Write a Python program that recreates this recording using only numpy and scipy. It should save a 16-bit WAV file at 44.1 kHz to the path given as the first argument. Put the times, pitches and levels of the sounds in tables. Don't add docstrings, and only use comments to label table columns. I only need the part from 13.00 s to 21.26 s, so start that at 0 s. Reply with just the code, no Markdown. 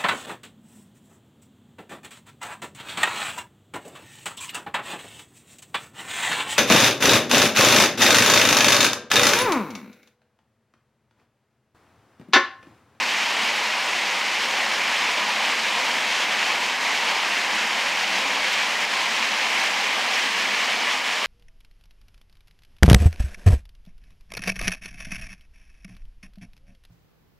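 import sys
import numpy as np
from scipy import signal
from scipy.fft import rfft, irfft, next_fast_len
from scipy.io import wavfile
from scipy.ndimage import uniform_filter1d, map_coordinates

SR = 44100
rng = np.random.default_rng(int(sys.argv[2]) if len(sys.argv) > 2 else 0)


def dump(signal):
    limited = np.clip(np.atleast_2d(signal).T, -1, 1)
    pcm = np.round(limited * 32767).astype(np.int16)
    wavfile.write(sys.argv[1], SR, pcm)


N = 364266

# (frequency [Hz], relative level [dB])
SPRAY_COLOUR = [(900, -39), (1400, -7), (1650, -3), (2250, 0), (2650, -2), (3100, -3), (3450, -6.5),
                (4200, -8), (5600, -11.5), (6800, -15.5), (8500, -23), (11800, -31), (15600, -38.5)]
SPRAY_DB = -24


def spray(flow_db):
    hiss = turbulence(patchy_db=0.47, size=(24, 16))
    fizz = bubbles(count=12000, low_hz=1294, high_hz=13960, cycles=2.7, rise=0.036, spread_db=4.5)
    tinkle = bubbles(count=4000, low_hz=1399, high_hz=3397, cycles=12.3, rise=0.032, spread_db=3.5)
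    echoing_fizz = tunnel(fizz, wet_db=0)
    echoing_tinkle = tunnel(tinkle, wet_db=6)
    water = hiss + amp(-9) * echoing_fizz + amp(-16) * echoing_tinkle
    splatter_db = 0.44 * wobble(30) + 0.42 * wobble(110)
    return amp(SPRAY_DB + flow_db + splatter_db) * coloured(water, SPRAY_COLOUR)


# (frequency [Hz], relative level [dB])
FROTH_COLOUR = [(300, -45), (430, -13), (500, -6.5), (690, -4), (800, -1), (970, 0.5), (1170, -1.5),
                (1330, -5.5), (1550, -17.5), (2100, -43)]
CHURN_DB = -30.5
FROTH_FOLLOWS = 0.75
FROTH_RATE, FROTH_HEAVE_DB = 8, 0.5


def churn(flow_db):
    froth = turbulence(patchy_db=0.5, size=(4, 14))
    gurgle = bubbles(count=2400, low_hz=400.5, high_hz=1502, cycles=10.1, rise=0.039, spread_db=3.5)
    water = froth + amp(-16.5) * tunnel(gurgle, wet_db=-0.5)
    heave_db = FROTH_HEAVE_DB * wobble(FROTH_RATE)
    return amp(CHURN_DB + FROTH_FOLLOWS * flow_db + heave_db) * coloured(water, FROTH_COLOUR)


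# (frequency [Hz], relative level [dB])
PLUNGE_COLOUR = [(20, -43), (40, -34), (55, -26), (95, -17.5), (120, -12.5), (152, -14.5), (190, -1),
                 (270, -0.5), (360, -0.5), (430, 0), (520, -13), (800, -60)]
PLUNGE_DB = -45.5
PLUNGE_FOLLOWS = 0.7
PLUNGE_RATE, PLUNGE_HEAVE_DB = 5, 0.75


def plunge(flow_db):
    roar = coloured(turbulence(patchy_db=0.5, size=(2, 30)), PLUNGE_COLOUR)
    heave_db = PLUNGE_HEAVE_DB * wobble(PLUNGE_RATE)
    return amp(PLUNGE_DB + PLUNGE_FOLLOWS * flow_db + heave_db) * roar


# (start [s], pitch [Hz], peak level before the bore [dB], swell to the peak [s])
AIR_POCKETS = [(4.51, 316, -44, .04), (5.1, 192, -44, .05), (5.23, 284, -42, 0.05),
               (6.18, 231.5, -46, 0.044), (7.43, 255, -45, 0.046), (7.72, 236, -46, .05)]


def gulps():
    notes = np.zeros(N)
    for start, hz, db, swell in AIR_POCKETS:
        t = np.maximum(np.arange(N) / SR - start, 0)
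        envelope = t / swell * np.exp(1 - t / swell)
        notes += amp(db) * envelope * np.sin(2 * np.pi * hz * t)
    return notes


# (time [s], level offset [dB])
STREAM_DRIFT = [(0, 0), (.8, -0.2), (2.5, 0.03), (4.5, 0), (6, 0), (7.2, 0.5), (8.26, -0.5)]
# (middle [s], length between 1/e points [s], change [dB])
STREAM_SURGES = [(2.5, .09, 1.7), (3.216, .05, 1.5), (3.27, 0.045, -2.5), (3.48, .12, 1),
                 (3.755, 0.11, -1.8), (4.1, .07, 0.9), (5.17, 0.12, 1), (5.842, 0.034, 1), (5.875, .05, -3),
                 (8.02, 0.088, -2.3)]
SLOSH_RATE, SLOSH_DB = 12, 0.32


def stream():
    t = np.arange(N) / SR
    surges_db = np.zeros(N)
    for middle, length, db in STREAM_SURGES:
        surges_db += db * np.exp(-(2 * (t - middle) / length) ** 2)
    return curve(STREAM_DRIFT) + SLOSH_DB * wobble(SLOSH_RATE) + surges_db


def turbulence(patchy_db, size):
    grid = signal.stft(rng.standard_normal(N), nperseg=512)[2]
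    field = uniform_filter1d(rng.standard_normal(grid.shape), size[0], 0)
    field = uniform_filter1d(field, size[1], 1)
    patchy = grid * amp(patchy_db * unit(field))
    return unit(signal.istft(patchy, nperseg=512)[1][:N])


def bubbles(count, low_hz, high_hz, cycles, rise, spread_db):
    when, pitch, life = rng.random((count, 3)).T[:, :, None]
    strength = amp(spread_db * np.clip(rng.standard_normal((count, 1)), -2, 2))
    hz = low_hz + (high_hz - low_hz) * pitch
    n = np.arange(min(int(4 * cycles * SR / low_hz), 5000000 // count))
    turns = hz * n / SR
    age = turns / (cycles * (life + 0.5))
    tone = np.sin(2 * np.pi * turns * (1 + rise * age / 2))
    ring = strength * np.sqrt(hz) * np.exp(-age) * tone
    place = ((when * N).astype(int) + n) % N
    return unit(np.bincount(place.ravel(), ring.ravel(), N))


# (frequency [Hz], time to fall 60 dB [s])
WALL_DECAY = [(200, 1.3), (1000, 1.4), (3000, 0.74), (10000, .3)]


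def tunnel(x, wet_db):
    hz, t, grid = signal.stft(rng.standard_normal(SR), SR, nperseg=256)
    decay = np.exp(-np.log(1000) * t / along(WALL_DECAY, hz)[:, None])
    tail = signal.istft(grid * decay, SR, nperseg=256)[1]
    wet = unit(irfft(rfft(x) * rfft(tail, N), N))
    return unit(x + amp(wet_db) * wet)


# (frequency [Hz], width [Hz], lift [dB])
BORE_MODES = [(215.4, 18, 4.5), (263, 11, 2.5), (497, 22, 0), (988, 18, 0.5)]


def bore(hz):
    response = 1
    for mode, width, db in BORE_MODES:
        damping = 1j * hz * width
        response = response + (amp(db) - 1) * damping / (mode ** 2 - hz ** 2 + damping)
    return response


def amp(db):
    return 10 ** (np.asarray(db) / 20)


def unit(x):
    return x / np.sqrt(np.mean(x ** 2) + 1e-20)


def along(points, hz):
    f, v = np.transpose(points)
    return np.interp(np.log(hz + 1), np.log(f + 1), v)


def curve(rows):
    return np.interp(np.arange(N) / SR, *np.transpose(rows))


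def wobble(rate):
    knots = rng.standard_normal(int(N * rate / SR) + 4)
    return map_coordinates(knots, [np.arange(N) * rate / SR])


def filtered(x, response):
    m = next_fast_len(N + SR // 2)
    return irfft(rfft(x, m) * response(np.fft.rfftfreq(m, 1 / SR)), m)[:N]


def coloured(x, spectrum):
    return unit(filtered(x, lambda hz: amp(along(spectrum, hz))))


def scene():
    flow_db = stream()
    water = spray(flow_db) + churn(flow_db) + plunge(flow_db) + gulps()
    rush = filtered(water, bore)
    return np.array([rush, rush])


TOP_HZ = 15750


def record(dry):
    return np.array([filtered(channel, lambda hz: hz < TOP_HZ) for channel in dry])


dry = scene()
out = record(dry)
dump(out)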